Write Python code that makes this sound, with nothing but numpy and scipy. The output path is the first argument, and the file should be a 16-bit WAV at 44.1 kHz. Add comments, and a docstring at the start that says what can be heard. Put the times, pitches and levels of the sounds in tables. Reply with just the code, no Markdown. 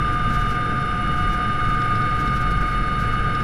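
"""Inside the cockpit of a helicopter hovering by an offshore deck. The main gearbox whines in pure tones
that throb with the rotor. Shaped noise makes the cabin boom, the deep buffeting and the ringing panels,
and a narrow, wavering band of noise makes the thin turbine whistle. Now and then the trim ticks (short
fading bursts) and something sizzles faintly with the vibration (soft swells of grainy noise)."""
import sys
import numpy as np
from scipy import signal
from scipy.fft import rfft, irfft
from scipy.io import wavfile

SR = 44100
rng = np.random.default_rng(int(sys.argv[2]) if len(sys.argv) > 2 else 0)


def log_audio(samples):
    """Write samples as a 16-bit WAV file to the path given in sys.argv[1]."""
    # one column per channel
    frames = np.atleast_2d(samples).T
    # limit to full scale, then quantise
    limited = np.clip(frames, -1, 1)
    pcm = np.round(limited * 32767).astype(np.int16)
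    wavfile.write(sys.argv[1], SR, pcm)


N = 151263  # length of the sound in samples

# Speed of the drive train, told as the pitch of the loudest gear tone: (time [s], pitch [Hz])
WHINE_PITCH = [(0, 1209), (.4, 1212.6), (.85, 1214.5), (1.4, 1217.3), (2.05, 1221.3), (2.5, 1220),
               (3.43, 1220.2)]
# Loudness of that tone: (time [s], level [dB])
WHINE_LEVEL = [(0, -24), (.8, -26), (1.3, -25), (1.9, -23), (2.6, -25.6), (3.4, -26)]
# Shafts that make it throb: (rate [Hz at normal speed], depth [0-1])
WHINE_THROB = [(9.7, .12), (19.4, .06), (38.6, .1), (71.6, .14)]
# Harmonics of the main gear mesh; a negative fade makes a harmonic quietest at its turning time:
# (multiple, level at the turn [dB], turning time [s], fade either side [dB per s], throb [0-1])
MESH_HARMONICS = [(1, -39.5, 0.97, 2.53, 0.23), (2, -36.5, 3.9, 0.5, 0.2), (3, -39.5, 2.4, 3, 0.03),
                  (4, -46, 1.8, -0.1, .13), (5, -49.5, 0.33, 1.1, 0.2), (6, -55, 2.74, 3, 0.2),
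                  (7, -88, 1.7, -4, 0.3), (8, -66.5, .6, 3, 0)]
# Extra level of one mesh harmonic, which dips and then flares: (time [s], level [dB])
FLARE_LEVEL = [(0, -0.5), (.55, 1.5), (.7, -5), (.9, -1), (.96, 3.5), (1.5, 3), (1.95, -1.5), (3.43, 1.5)]
# Other gears, pumps and shafts: (pitch [Hz at normal speed], level [dB])
ACCESSORY_TONES = [(107.6, -35), (131.2, -33), (467, -50.5), (882.6, -53), (1290, -44), (1570.5, -41),
                   (1944, -49), (2151, -49.5), (2437.5, -56), (2649, -51.5), (2745, -59), (3726, -55.5),
                   (4446, -65.5), (6094, -71), (7946, -87)]
# Thump of the blades: (multiple of the blade rate, level [dB])
BLADE_THUMP = [(.5, -29.5), (1, -42), (2, -43), (3, -37.5), (4, -49)]
# Tone colour of the airframe's deep buffeting: (frequency [Hz], relative level [dB])
BUFFET_COLOUR = [(12, -47.5), (24, -51.5), (39, -41.5), (49, -53), (57, -44), (68, -63), (77, -47.5),
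                 (88, -62.5)]
# Loudness of the buffeting: (time [s], level [dB])
BUFFET_LEVEL = [(0, -23.5), (.2, -28.5), (.38, -24.5), (.7, -31.5), (1.1, -28), (1.3, -21), (1.5, -40.5),
                (1.7, -25.5), (1.9, -31), (2.3, -28), (2.58, -24), (2.9, -30.5), (3.2, -25), (3.43, -38)]
# Tone colour of the booming cabin air: (frequency [Hz], relative level [dB])
BOOM_COLOUR = [(92, -61), (103, -46), (114, -49), (126, -49.5), (142, -52), (162, -48.5), (190, -53.5),
               (212, -51.5), (235, -57), (310, -58), (390, -64), (490, -62.5), (560, -67.5), (680, -69.5),
               (735, -67), (850, -71.5), (1050, -76), (1400, -118)]
# Tone colour of the panels shaken by the gearbox: (frequency [Hz], relative level [dB])
PANEL_COLOUR = [(950, -91.5), (1110, -74.5), (1190, -62), (1250, -53.5), (1330, -59.5), (1400, -65.5),
                (1480, -56.5), (1620, -60), (1850, -71.5), (2030, -71), (2100, -70), (2330, -70),
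                (2420, -78.5), (2580, -78), (2750, -77.5), (3000, -74), (3300, -81), (3800, -84),
                (4250, -86.5), (4700, -90.5), (5170, -83.5), (5900, -96), (7400, -96), (9800, -99.5),
                (11800, -109), (14200, -113)]
# Bursts of sizzle: (centre [s], reach either side [s], level [dB])
SIZZLES = [(.135, 0.04, -53), (.29, .05, -58), (0.342, 0.043, -45.5), (.41, .04, -49), (.51, 0.061, -48),
           (1.18, .09, -53), (1.33, 0.05, -49), (1.694, 0.099, -54), (1.832, .05, -62), (2.2, .035, -46.5),
           (2.266, 0.033, -54), (2.34, .02, -51), (2.37, 0.023, -48), (2.416, .022, -49),
           (2.513, .016, -47), (2.615, 0.014, -48), (2.703, 0.086, -53), (3.011, .025, -44.5),
           (3.065, 0.043, -54), (3.13, .02, -54), (3.41, .03, -59)]
# Tone colour of the sizzle: (frequency [Hz], relative level [dB])
SIZZLE_COLOUR = [(2500, 0), (5500, 0), (8000, -9.5), (11000, -8), (14500, -16)]
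# Ticks of the trim: (start [s], level [dB])
TICKS = [(.0603, -45), (1.8165, -36.5), (1.954, -41), (1.968, -45), (2.0178, -43), (2.2755, -39),
         (3.3498, -40), (3.403, -41.5)]
# Tone colour of the ticks: (frequency [Hz], relative level [dB])
TICK_COLOUR = [(1500, -13), (2800, -4), (3800, 7), (4500, -9), (5200, 6.5), (6000, -14), (7000, -12),
               (10000, -25)]

# Pitches and rates at normal speed; all but the turbine's pitch follow the drive train.
WHINE_HZ, ROTOR_HZ, MESH_HZ = 1219.8, 4.84, 726.4
BLADES = 4
BLADE_HZ = BLADES * ROTOR_HZ
# Flutter is a random change of size (as a fraction); jitter is a random shift of phase.
WHINE_FLUTTER, WHINE_JITTER_RAD = 0.06, 0.08
MESH_FLUTTER, MESH_JITTER_RAD = 0.16, 0.2
MESH_SWING_RAD = 0.12  # phase swing of the first mesh harmonic; higher ones swing more
FLARING_MULTIPLE = 4
TONE_FLUTTER, TONE_JITTER_RAD = 0.2, 0.26
THUMP_FLUTTER, THUMP_JITTER_RAD = 0.36, 0.57
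BOOM_DB, BOOM_SURGE_DB, BOOM_SURGE_HZ = -28.5, 0.68, 9.8
PANELS_DB, PANELS_THROB = -31.5, 0.092
PANELS_FOLLOW = 0.32  # dB of panel level for each dB of whine level
TURBINE_HZ, TURBINE_WIDTH_HZ, TURBINE_WAVER_HZ = 10420, 215, 60
TURBINE_DB, TURBINE_THROB = -59, 0.28
SIZZLE_GRAIN_DB, SIZZLE_THROB = 0.5, 0.28
TICK_ATTACK_S, TICK_DECAY_S = 0.001, 0.003
TICK_RING_DB, TICK_RING_S = -5, 0.012
TOP_HZ = 14700


def undb(db):
    """Turn decibels into a gain."""
    return 10 ** (np.asarray(db) / 20)


def unit(x):
    """Scale to an rms (average strength) of 1."""
    return x / np.sqrt(np.mean(x ** 2))


def curve(rows):
    """Join (time, value) rows by straight lines."""
    times, values = np.array(rows).T
    return np.interp(np.arange(N) / SR, times, values)


def noise(colour):
    """Noise of rms 1 shaped by (frequency, level) points, falling steeply outside them."""
    f = np.maximum(np.arange(N // 2 + 1) * SR / N, 1)
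    hz, db = np.array(sorted(colour)).T
    shape = undb(np.interp(np.log(f), np.log(hz), db))
    ends = np.minimum(f / hz[0], 1) ** 2 * np.minimum(hz[-1] / f, 1) ** 2
    white = rfft(rng.standard_normal(N))
    return unit(irfft(white * shape * ends, N))


def walk(rate):
    """Smooth random wandering of rms 1, moving up to about rate times a second."""
    f = np.arange(N // 2 + 1) * SR / N
    smoothing = (f > 0) / (1 + (f / rate) ** 2)
    return unit(irfft(rfft(rng.standard_normal(N)) * smoothing, N))


def cycle(clock, hz):
    """A sine locked to the drive train, starting anywhere in its turn."""
    return np.sin(2 * np.pi * (hz * clock + rng.random()))


def tone(clock, hz, flutter, jitter, rate):
    """A tone of rms 1 whose size and phase shake a little."""
    size = 1 + flutter * walk(rate)
    phase = 2 * np.pi * (hz * clock + rng.random()) + jitter * walk(rate)
    return unit(size * np.sin(phase))


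def whine(clock):
    """The loudest gear tone: a sine whose size throbs with the rotor and shafts."""
    throb = 1 + sum(depth * cycle(clock, hz) for hz, depth in WHINE_THROB)
    steady = tone(clock, WHINE_HZ, WHINE_FLUTTER, WHINE_JITTER_RAD, rate=20)
    return undb(curve(WHINE_LEVEL)) * unit(throb * steady)


def gearbox(clock):
    """Gear mesh harmonics that sway with the rotor as each blade twists the drive, and steadier tones."""
    t = np.arange(N) / SR
    twisted = clock + MESH_SWING_RAD * cycle(clock, BLADE_HZ) / (2 * np.pi * MESH_HZ)
    out = 0
    for multiple, db, turn, fade, throb in MESH_HARMONICS:
        # one sway for each of the first few multiples of the rotor's turning rate
        sway = 1 + throb * sum(cycle(clock, (j + 1) * ROTOR_HZ) for j in range(BLADES))
        teeth = tone(twisted, multiple * MESH_HZ, MESH_FLUTTER, MESH_JITTER_RAD, rate=50)
        flare = curve(FLARE_LEVEL) if multiple == FLARING_MULTIPLE else 0
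        level = db - fade * np.abs(t - turn) + flare
        out = out + undb(level) * unit(sway * teeth)
    for hz, db in ACCESSORY_TONES:
        out = out + undb(db) * tone(clock, hz, TONE_FLUTTER, TONE_JITTER_RAD, rate=7.6)
    return out


def rotor(clock):
    """Uneven blade thump from low tones; downwash buffeting and surging cabin boom from noise."""
    thump = 0
    for multiple, db in BLADE_THUMP:
        beat = tone(clock, multiple * BLADE_HZ, THUMP_FLUTTER, THUMP_JITTER_RAD, rate=5.2)
        thump = thump + undb(db) * beat
    buffet = undb(curve(BUFFET_LEVEL)) * noise(BUFFET_COLOUR)
    boom_level = BOOM_DB + BOOM_SURGE_DB * walk(BOOM_SURGE_HZ)
    return thump + buffet + undb(boom_level) * noise(BOOM_COLOUR)


def panels(clock):
    """Dense ringing of panels: noise that partly follows the whine and swells at each blade pass."""
    drive = curve(WHINE_LEVEL)
    level = PANELS_DB + PANELS_FOLLOW * (drive - drive.mean())
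    swell = 1 + PANELS_THROB * cycle(clock, BLADE_HZ)
    return undb(level) * swell * noise(PANEL_COLOUR)


def turbine(clock):
    """A compressor whistle: narrow noise that wavers quickly in pitch and is chopped by the blades."""
    pitch = TURBINE_HZ + TURBINE_WAVER_HZ * walk(rate=34)
    phase = 2 * np.pi * np.cumsum(pitch) / SR
    # two random sizes, a quarter turn apart, spread the tone into a narrow band
    whistle = unit(walk(TURBINE_WIDTH_HZ) * np.cos(phase) + walk(TURBINE_WIDTH_HZ) * np.sin(phase))
    chop = 1 + TURBINE_THROB * cycle(clock, BLADE_HZ)
    return undb(TURBINE_DB) * whistle * chop


def sizzle(clock):
    """Short soft swells of grainy noise, shaken at the blade rate."""
    t = np.arange(N) / SR
    swell = sum(undb(db) * np.exp(-2 * ((t - centre) / reach) ** 2) for centre, reach, db in SIZZLES)
    shake = 1 + SIZZLE_THROB * cycle(clock, BLADE_HZ)
    grain = undb(SIZZLE_GRAIN_DB * walk(rate=600))
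    return swell * unit(shake * noise(SIZZLE_COLOUR) * grain)


def trim_ticks():
    """Dry ticks of the trim: noise that starts sharply, drops fast and rings on briefly."""
    t = np.arange(N) / SR
    knocks = 0
    for start, db in TICKS:
        age = np.maximum(t - start, 0)
        attack = np.minimum(age / TICK_ATTACK_S, 1)
        fall = np.exp(-age / TICK_DECAY_S)
        ring = undb(TICK_RING_DB) * np.exp(-age / TICK_RING_S)
        knocks = knocks + undb(db) * attack * (fall + ring)
    return knocks * noise(TICK_COLOUR)


def scene():
    """Add all the layers; one drive-train clock sets the gear tones and the rotor's rhythm."""
    # the clock counts seconds, running faster or slower with the drive train
    clock = np.cumsum(curve(WHINE_PITCH) / WHINE_HZ) / SR
    machinery = whine(clock) + gearbox(clock) + rotor(clock)
    cabin = panels(clock) + turbine(clock) + sizzle(clock) + trim_ticks()
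    return (machinery + cabin)[None]


def record(dry):
    """Cut the top of the treble with a steep low-pass filter."""
    low_pass = signal.ellip(8, 0.2, 70, TOP_HZ, fs=SR, output="sos")
    return signal.sosfilt(low_pass, dry)


dry = scene()
out = record(dry)
log_audio(out)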